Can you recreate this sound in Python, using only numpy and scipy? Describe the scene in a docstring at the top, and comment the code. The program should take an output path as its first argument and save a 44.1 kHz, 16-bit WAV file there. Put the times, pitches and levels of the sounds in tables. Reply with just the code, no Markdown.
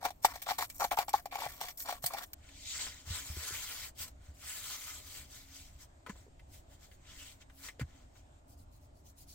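"""Over the faint hum of a small cabin, a fork stirs dry spices in a thin steel pot, close by: grains hiss,
and the tines judder and knock, booming the pot and ringing its wall. At 2.3 s the scene changes to a
counter farther off, where a gloved hand peels the membrane from a rack of ribs in four pulls of tiny
wet snaps. Glove and meat rustle and slap on a foam tray, and the counter thuds beneath them.
From 8.5 s spice is shaken over the meat, its grains sliding across the pot's steel lip."""
import sys
import numpy as np
from scipy import signal
from scipy.fft import rfft, irfft
from scipy.io import wavfile
from scipy.ndimage import uniform_filter1d

SR = 44100
rng = np.random.default_rng(int(sys.argv[2]) if len(sys.argv) > 2 else 0)


def log_audio(samples):
    """Write samples as a 16-bit WAV file to the path given in sys.argv[1]."""
    # one column per channel
    frames = np.atleast_2d(samples).T
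    # limit to full scale, then quantise
    limited = np.clip(frames, -1, 1)
    pcm = np.round(limited * 32767).astype(np.int16)
    wavfile.write(sys.argv[1], SR, pcm)


N = 411894
T = np.arange(N) / SR
POT_END_S = 2.343  # the pot scene gives way to the counter


def amp(db):
    return 10 ** (np.asarray(db) / 20)


def unit_rms(x):
    return x / np.sqrt(np.mean(x ** 2) + 1e-20)


def curve_at(points, hz):
    """Reads a curve along a log frequency axis."""
    point_hz, value = np.transpose(points)
    return np.interp(np.log(hz + 1), np.log(point_hz + 1), value)


def add(mix, start_s, sound):
    part = mix[max(round(start_s * SR), 0):][:len(sound)]
    part += sound[:len(part)]


def eq(x, gain):
    """Filters x by a gain given as a function of frequency."""
    return irfft(rfft(x) * gain(np.fft.rfftfreq(x.shape[-1], 1 / SR)), x.shape[-1])


def highpass(x, corner_hz, steepness):
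    return eq(x, lambda hz: 1 / (1 + (corner_hz / (hz + 1)) ** steepness))


def resonate(x, hz, width):
    """A resonance of gain 1 at hz, which may be a curve."""
    turn = np.exp(2j * np.pi * np.cumsum(hz * np.ones(len(x))) / SR)
    pole = np.exp(-np.pi * width / SR)
    return 2 * (turn * signal.lfilter([1 - pole], [1, -pole], x / turn)).real


def grit(per_s, spread_db, clump_db, clump_s):
    """Random clicks of uneven size that come in clumps."""
    size = amp(spread_db * np.minimum(rng.exponential(1, N), 4)) * rng.choice([-1., 1.], N)
    span = int(clump_s * SR)
    clumps = unit_rms(uniform_filter1d(uniform_filter1d(rng.standard_normal(N), span), span))
    return unit_rms(size * (rng.random(N) < per_s / SR)) * unit_rms(amp(clump_db * clumps))


def swell(start, end, edge_s):
    """A hump from start to end with soft edges, beginning edge_s early."""
    t = np.arange(start - edge_s, end + edge_s, 1 / SR)
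    past_plateau = np.maximum(abs(t - (start + end) / 2) - (end - start) / 2 + edge_s, 0)
    return np.exp(-(past_plateau / edge_s) ** 2)


def in_room(x, lag_s, lean_left, flicker_db, room_db):
    """Near walls answer briefly, hands shift the colour; the far side is late, its treble scattered."""
    t = np.arange(SR // 8) / SR
    echoes = rng.choice([-1., 1.], len(t)) * (rng.random(len(t)) < .1) * amp(-60 * t / 0.05) * (t > .002)
    room = amp(room_db) * signal.oaconvolve(x, echoes / np.linalg.norm(echoes))[:N]
    hz, _, near = signal.stft(x + room, SR, nperseg=128)
    flicker, turns = rng.standard_normal(near.T.shape).T, rng.random(near.T.shape).T
    near = near * amp(flicker_db * unit_rms(uniform_filter1d(uniform_filter1d(flicker, 2, 0), 44, 1)))
    scatter = 1 / (1 + (1700 / (hz[:, None] + 1)) ** 3)
    diffuse = np.sqrt(2 * scatter) * np.exp(2j * np.pi * turns)  # random phases halve in power on overlap
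    far = near * (np.sqrt(1 - scatter) * np.exp(-2j * np.pi * hz[:, None] * lag_s) + diffuse)
    pan = amp(lean_left / 2 * (1.5 - scatter))
    return signal.istft(np.array([near * pan, far / pan]), SR, nperseg=128)[1][:, :N]


# Room tone EQ: (frequency [Hz], gain [dB])
AIR_EQ = [(12, -32), (20, -3), (70, 1), (192, -18), (284, -13.5), (469, -24), (620, -14.5), (1210, -26.5),
          (5950, -37.5), (7230, -32), (8550, -35), (10100, -55.5), (13700, -46.5), (15800, -66)]
# Stereo image of the room tone: (frequency [Hz], left-right correlation [-1..1])
AIR_IMAGE = [(60, 1), (240, 0.71), (950, -0.44), (3770, -0.053), (15000, 0.96)]


def cabin_air():
    """A bed of steady air whose colour drifts in patches."""
    frames, hz = N // 512 + 5, np.fft.rfftfreq(2048, 1 / SR)
    frame_s = np.arange(frames) * 512 / SR
    left_re, left_im, side_re, side_im, drift = rng.standard_normal((frames, 1025, 5)).T
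    drift = unit_rms(uniform_filter1d(uniform_filter1d(drift, 20, 0), 8, 1))
    likeness = np.clip(curve_at(AIR_IMAGE, hz), -1, 1)[:, None]
    left = left_re + 1j * left_im
    right = likeness * left + np.sqrt(1 - likeness ** 2) * (side_re + 1j * side_im)
    gain_db = curve_at(AIR_EQ, hz)[:, None] + 1.5 * drift
    rumble, hiss = (hz > 45) & (hz < 110), hz > 1400
    gain_db -= 4 * np.outer(rumble | hiss, frame_s < POT_END_S)  # both are fainter by the pot
    gain_db -= 3.5 * np.outer(hz > 1500, frame_s > 8.4)  # the hiss drops at 8.4 s
    air = signal.istft(np.array([left, right]) * amp(gain_db), nperseg=2048, noverlap=1536)[1][:, :N]
    return amp(-59.5) * unit_rms(air)


# Fan drone: (pitch [Hz], width [Hz], level [dB], trim by the pot [dB])
FAN_TONES = [(64.4, 48, -64.5, -10.5), (273.9, 7.4, -75.5, -2.5)]


def fan():
    """Two fuzzy, wavering fan tones."""
    noise = rng.standard_normal(N)
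    return sum(amp(db + trim_db * (T < POT_END_S)) * unit_rms(resonate(resonate(noise, hz, w), hz, w))
               for hz, w, db, trim_db in FAN_TONES)


# Low thuds under the work: (time [s], peak [dB], pitch [Hz])
COUNTER_THUDS = [(1.458, -49.5, 123), (2.037, -43, 135), (3.067, -41.5, 77), (3.099, -32.5, 80.4),
                 (3.294, -35.5, 75), (3.364, -36.5, 75.5), (3.367, -45.5, 356), (3.518, -44, 87),
                 (3.506, -47, 390), (3.997, -43.5, 74.4), (4.281, -42, 70.4), (6.095, -37.5, 196),
                 (6.086, -47.5, 468), (6.265, -53, 416), (6.28, -54.5, 425), (7.8106, -30, 126),
                 (7.795, -38, 480), (7.812, -39, 221), (7.821, -34.5, 77.7)]


def counter_thuds(t60_cycles=10.2):
    """A soft push sets the counter swinging for a few cycles; a fainter, higher panel mode rings along with it."""
    out, t = np.zeros(N), np.arange(SR // 3) / SR
    for start, db, hz in COUNTER_THUDS:
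        envelope = (1 - np.exp(-(t * hz / 0.61) ** 2)) * amp(-60 * t * hz / t60_cycles)
        panel = amp(-12.5 - 60 * t / 0.13) * np.sin(2 * np.pi * 2.3 * hz * t)
        add(out, start, amp(db) * envelope / envelope.max() * (np.sin(2 * np.pi * hz * t) + panel))
    return out


# Shakes of the pot: (start [s], level [dB])
SPICE_SHAKES = [(8.479, -67), (8.572, -69.5), (8.717, -69.5), (8.803, -73), (8.947, -73.5), (9.05, -63.5),
                (9.174, -58.5), (9.28, -57)]
# Sandy EQ of the sliding spice: (frequency [Hz], gain [dB])
SHAKE_EQ = [(1180, -50.5), (2000, -19), (3740, -13.5), (4140, -5), (13200, -9), (15500, -8)]


def spice_shakes(length_s=0.068):
    """Dry grains slide to and fro over the steel lip."""
    level = np.zeros(N)
    for start, db in SPICE_SHAKES:
        add(level, start - .025, amp(db) * swell(start, start + length_s, edge_s=0.023))
    grains = grit(per_s=21000, spread_db=4.0, clump_db=0.0, clump_s=0.0033)
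    return level * unit_rms(eq(grains, lambda hz: amp(curve_at(SHAKE_EQ, hz))))


# Wet hits on the tray: (time [s], peak [dB], centre [Hz])
TRAY_SLAPS = [(2.49, -47, 2100), (2.867, -34, 1660), (4.027, -53, 1380), (6.064, -35, 1380),
              (6.071, -41.5, 1000), (6.095, -36, 1400), (6.155, -55, 899), (6.395, -55, 2000),
              (6.915, -51.5, 2160), (7.417, -49.5, 2720), (7.498, -50.5, 1506), (7.686, -38.5, 1940),
              (7.796, -36.5, 2560), (7.813, -38.5, 1500), (8.155, -54.5, 1400)]


def tray_slaps(t60_s=0.046):
    """Meat and gloves slap the tray: a sharp click, then a short, broad, wet crack."""
    out, t = np.zeros(N), np.arange(4000) / SR
    for start, db, hz in TRAY_SLAPS:
        crack = unit_rms(resonate(rng.standard_normal(len(t)), hz, 0.48 * hz)) * amp(-60 * t / t60_s)
        click = amp(6.5 - 60 * t / 0.0023) * np.sin(2 * np.pi * 1.37 * hz * t)
        slap = crack - click
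        add(out, start, amp(db) * slap / abs(slap).max())
    return out


# Four pulls on the membrane, one envelope each: (time [s], level [dB])
MEMBRANE_PULLS = [
    [(2.38, -77), (2.494, -61.5), (2.504, -65.5), (2.69, -47), (2.822, -44.5), (3.05, -66)],
    [(3.05, -64), (3.074, -53), (3.158, -43.5), (3.246, -54), (3.414, -49.5), (3.43, -45.5), (3.868, -50),
     (3.892, -59.5), (3.92, -87.5)],
    [(3.95, -74.5), (3.996, -48), (4.034, -46.5), (4.12, -80.5)],
    [(4.34, -74.5), (4.498, -48), (4.626, -51), (4.642, -47), (4.8, -52), (4.9, -48.5), (4.96, -54.5),
     (5.024, -58.5), (5.176, -50), (5.268, -66), (5.354, -56), (5.482, -64.5), (5.566, -56), (5.77, -74.5)],
]
# Tone of the tear, relative to the pull: (time [s], fizz [dB], body [dB])
TEAR_TONE = [(2.45, -12, -4), (2.629, -11.5, -27.5), (2.799, -10.5, -8.5), (3.3, -0.5, -8), (4.8, 1, -11),
             (5.7, -3.5, -14.5)]
# Short rustles of glove and meat: (start [s], end [s], level [dB], relative body [dB])
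GLOVE_RUSTLES = [(4.077, 4.086, -56.5, -12), (4.216, 4.327, -68.5, -6), (5.786, 5.847, -61, -9.5),
                 (6.078, 6.123, -60, -3), (6.118, 6.24, -68.5, -8), (6.509, 6.596, -64, -12),
                 (6.691, 6.765, -68.5, -9.5), (6.805, 6.88, -65.5, -8), (6.898, 6.963, -71, -11),
                 (7.032, 7.166, -64.5, -3.5), (7.152, 7.333, -57, -9.5), (7.405, 7.433, -65.5, -3.5),
                 (7.546, 7.66, -68, -14), (7.616, 7.707, -54.5, -8), (7.795, 7.817, -56, -0.5),
                 (7.86, 8.038, -69.5, -4), (8.137, 8.213, -69, -7.5)]


def hand_envelopes():
    """Mid, fizz and body levels of the pulls and rustles, varying with the grip."""
    pull = sum(amp(np.interp(T, *np.transpose(curve), -120, -120)) for curve in MEMBRANE_PULLS)
    times, *tone_db = np.transpose(TEAR_TONE)
    levels = [pull] + [pull * amp(np.interp(T, times, db)) for db in tone_db]
    for start, end, db, body_db in GLOVE_RUSTLES:
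        fizz_db = -16.5 - 1.61 * body_db  # the fuller a rustle, the less it fizzes
        edge_s = 0.5 * (end - start)
        for level, band_db in zip(levels, (db, db + fizz_db, db + body_db)):
            add(level, start - edge_s, amp(band_db) * swell(start, end, edge_s))
    return levels


# EQ of the snapping fibres: (frequency [Hz], gain [dB])
FIBRE_EQ = [(240, -35), (400, -19.5), (928, -14.5), (1320, -12.5), (1790, -7.5), (2400, -1), (2750, -3),
            (3110, 2), (7790, 1.5), (9650, -14), (15500, -10.5)]
# Resonances of the foam tray: (centre [Hz], width [Hz], gain [dB])
TRAY_MODES = [(1356, 130, -0.5), (2100, 200, -6.5), (7980, 820, -6)]
# Taut strips rasping loose: (middle [s], length [s], level [dB], centre [Hz], width [Hz])
STRIP_RASPS = [(4.438, 0.033, -60.5, 1240, 250), (4.826, 0.4, -64, 1250, 200),
               (7.091, 0.084, -69, 2900, 600), (7.241, 0.13, -61, 2850, 400)]


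def peeling():
    """Wet fibres part in dense tiny snaps, coloured by tray modes that the hand damps or frees."""
    clicks = grit(per_s=20000, spread_db=2.5, clump_db=1.24, clump_s=0.023)
    snaps = eq(clicks, lambda hz: amp(curve_at(FIBRE_EQ, hz)))
    grips = uniform_filter1d(rng.standard_normal((len(TRAY_MODES), N)), SR // 4, axis=1)
    snaps = snaps + sum(amp(db + 2.6 * unit_rms(grip)) * resonate(snaps, hz, width)
                        for (hz, width, db), grip in zip(TRAY_MODES, grips))
    body = eq(snaps, lambda hz: 1 / (1 + (hz / 1900) ** 8))
    fizz = highpass(snaps, 9200, steepness=16)
    mid = snaps - body - fizz
    out = sum(unit_rms(band) * level for band, level in zip((mid, fizz, body), hand_envelopes()))
    for middle, length, db, hz, width in STRIP_RASPS:
        envelope = amp(db) * np.exp(-(2 * (T - middle) / length) ** 4)
        out += envelope * unit_rms(resonate(snaps, hz, width))
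    return out


# Modes of the pot's wall: (pitch [Hz], gain [dB], 60 dB decay [s])
WALL_MODES = [(1883, -5, 0.029), (2350, -3, 0.064), (3570, -5, 0.047), (4640, -2, 0.029),
              (5640, -7.5, 0.049), (8630, -14, 0.025), (12160, 4, 0.0081), (14700, -9.5, 0.012)]


def wall_ring(x):
    """The steel wall rings briefly, damped by the spice."""
    t = np.arange(3000) / SR
    ring = sum(amp(db - 60 * t / t60) * np.sin(2 * np.pi * hz * t) for hz, db, t60 in WALL_MODES)
    return signal.oaconvolve(x, ring / np.linalg.norm(ring))[:N]


# EQ of spice on steel: (frequency [Hz], gain [dB])
SPICE_EQ = [(710, -40.5), (1200, -13), (1440, -17.5), (1880, -4.5), (2860, -11.5), (3610, -7), (7980, -9),
            (10900, -21), (13600, -5.5), (15500, -11)]


def spice_spray(x):
    """Gives x the bright, dry colour of grains striking steel."""
    return eq(x, lambda hz: amp(curve_at(SPICE_EQ, hz)))


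# Hollow tones of the pot's air and base: (centre [Hz], width [Hz], gain [dB])
POT_MODES = [(714, 95, 5), (967, 340, -1.5), (600, 110, -9.5), (1170, 860, -10.5)]


def pot_scrape(wander=0.016, wander_s=0.05):
    """Tines judder over the base; the pot's pitch drifts as fork and spice shift inside it."""
    judder = grit(per_s=800, spread_db=1.5, clump_db=3.5, clump_s=0.0078)
    out = np.zeros(N)
    for hz, width, db in POT_MODES:
        drift = unit_rms(uniform_filter1d(rng.standard_normal(N), int(wander_s * SR)))
        pitch = hz * (1 + wander * drift)
        out += amp(db) * resonate(resonate(judder, pitch, width), pitch, width)
    return unit_rms(out)


# Fork strokes, with boom and treble sheen relative to the hiss:
# (start [s], end [s], opening hiss [dB], closing hiss [dB], boom [dB], sheen [dB])
FORK_STROKES = [(0.007, 0.063, -64.5, -41, 6, -2), (0.038, 0.093, -50, -52, 2, -2),
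                (0.219, 0.254, -65, -49, -3, 14), (0.235, 0.321, -47, -50, 1, -3),
                (0.334, 0.407, -44.5, -64.5, -9, -3), (0.418, 0.462, -37, -78, -16, 7.5),
                (0.457, 0.508, -51, -34, -4.5, -7), (0.512, 0.582, -41, -68, -5, 1),
                (0.579, 0.65, -39.5, -45.5, 1.5, 3), (0.69, 0.731, -69, -73, -32, 18),
                (0.742, 0.81, -71.5, -79, 4, 26.5), (0.793, 0.847, -45.5, -41.5, 4.5, 1.5),
                (0.856, 0.892, -52, -61, -8, 7), (0.909, 0.946, -34, -47, 1, -1),
                (0.967, 1.03, -42, -44, 0.5, 1), (1.076, 1.139, -52, -70.5, 1.5, -3),
                (1.129, 1.202, -37, -53.5, -6, -1), (1.31, 1.474, -49.5, -42, -1.5, -4.5),
                (1.48, 1.627, -51, -62, -4.5, 3.5), (1.603, 1.712, -45.5, -51, -4, 1.5),
                (1.771, 1.838, -60.5, -61, -6, 21), (1.845, 1.9, -54, -36.5, 0.5, -4),
                (1.9, 1.983, -39.5, -61, -2.5, 0), (2.019, 2.086, -59, -51, -4, 13.5),
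                (2.099, 2.186, -51.5, -47.5, -2, -2.5), (2.174, 2.24, -61.5, -48.5, -2, 3)]


def stirring(attack_s=0.0066, boom_attack_s=0.011, release_db_per_s=1597, settle_s=0.059):
    """Each stroke hisses grains against steel and booms the pot; the finest grains then trickle back."""
    hiss, boom = amp(-77.0) * (T < POT_END_S), np.zeros(N)  # grains keep settling between strokes
    sheen = hiss.copy()
    for start, end, first_db, last_db, boom_db, sheen_db in FORK_STROKES:
        t = np.arange(start, end + .04, 1 / SR)
        level_db = np.interp(t, [start, end], [first_db, last_db])
        level = amp(level_db - release_db_per_s * np.maximum(t - end, 0))
        level *= np.minimum((t - start) / attack_s, 1)
        add(hiss, start, level)
        add(sheen, start, level * amp(sheen_db))
        add(boom, start, level * amp(boom_db) * np.minimum((t - start) / boom_attack_s, 1))
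    clicks = grit(per_s=4500, spread_db=4.5, clump_db=1.53, clump_s=0.0066)
    grains = unit_rms(spice_spray(clicks)) + amp(-7.0) * unit_rms(wall_ring(clicks))
    top = highpass(grains, 7000, steepness=4)
    fine = unit_rms(highpass(grains[::-1], 7500, steepness=6))
    pole = np.exp(-1 / (settle_s * SR))
    trickle = amp(-14) * signal.lfilter([1 - pole], [1, -pole], sheen) * fine
    return hiss * (grains - top) + sheen * top + trickle + boom * pot_scrape()


# Tine hits on the pot: (time [s], boom level [dB], boom pitch [Hz], tick level [dB])
FORK_KNOCKS = [(0.028, -37, 770, -46), (0.051, -26.5, 777, -29.5), (0.105, -40.5, 745, -43),
               (0.247, -12, 857, -23), (0.252, -23, 750, -21), (0.358, -36, 720, -41),
               (0.421, -46, 720, -47), (0.467, -34, 760, -50), (0.487, -28, 820, -38),
               (0.508, -25, 743, -52), (0.515, -24, 790, -46), (0.587, -30.5, 870, -32),
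               (0.596, -34, 750, -41), (0.608, -34, 734, -36), (0.623, -26.5, 980, -35.5),
               (0.7, -61, 604, -39), (0.805, -40, 970, -36.5), (0.821, -25.5, 790, -56),
               (0.841, -28.5, 734, -31), (0.847, -26.5, 805, -33), (0.915, -25.5, 770, -45),
               (0.973, -23, 920, -38), (0.987, -16.5, 780, -27), (1.082, -31, 830, -40),
               (1.092, -65, 877, -33), (1.139, -18, 832, -51), (1.257, -29, 754, -40),
               (1.324, -35.5, 770, -64), (1.355, -28.5, 834, -37), (1.385, -37, 780, -46),
               (1.419, -32.5, 930, -50), (1.454, -35, 850, -50), (1.463, -26.5, 702, -58),
               (1.612, -35, 880, -34), (1.635, -45, 820, -50), (1.685, -50, 760, -40),
               (1.803, -53, 1490, -40), (1.892, -29.5, 760, -40), (1.925, -32.5, 720, -37.5),
               (2.04, -30.5, 690, -31), (2.062, -53, 770, -23.5), (2.136, -32, 750, -35.5),
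               (2.145, -30, 786, -45), (2.185, -44, 780, -39), (2.333, -62, 726, -39.5)]


def fork_knocks(overtone_ratio=1.3, glance_db=26):
    """Each blow: a few cycles of the pot's boom with a soft attack, and a tick that shakes the wall."""
    (boom, tick, glance), t = np.zeros((3, N)), np.arange(2000) / SR
    envelope = (1 - np.exp(-(t / 0.0024) ** 2)) * (amp(-60 * t / 0.015) + amp(-21.0 - 60 * t / 0.014))
    burst = np.minimum(t / 0.00045, 1) * (amp(-60 * t / 0.0014) + amp(-8.0 - 60 * t / 0.037))
    for start, boom_db, hz, tick_db in FORK_KNOCKS:
        noise = rng.standard_normal(len(t))
        overtone = amp(-10) * np.sin(2 * np.pi * overtone_ratio * hz * t + noise[0])
        add(boom, start, amp(boom_db) * envelope / envelope.max() * (np.sin(2 * np.pi * hz * t) + overtone))
        glancing = np.clip((tick_db - boom_db) / glance_db, 0, 1)  # at 1, a glancing blow: all treble
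        add(tick, start, amp(tick_db) * np.sqrt(1 - glancing) * burst * noise)
        add(glance, start, amp(tick_db) * np.sqrt(glancing) * burst * noise)
    tick += amp(4.5) * highpass(glance, 5000, steepness=2)
    return boom + amp(17.5) * spice_spray(tick) + amp(0.1) * wall_ring(tick)


def scene():
    """The close pot, then the roomier ribs, over the cabin's bed."""
    pot = in_room(stirring() + fork_knocks(), lag_s=0.00014, lean_left=2.5, flicker_db=2.0, room_db=-8.0)
    handwork = peeling() + tray_slaps() + spice_shakes()
    ribs = in_room(handwork, lag_s=0.00007, lean_left=3.0, flicker_db=2.05, room_db=-3.0)
    return pot * (T < POT_END_S) + ribs + counter_thuds() + cabin_air() + fan()


def record(dry):
    """A steep high cut at 15.85 kHz."""
    return signal.oaconvolve(dry, signal.firwin(511, 15850, window=("kaiser", 9), fs=SR)[None], "same")


dry = scene()
out = record(dry)
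log_audio(out)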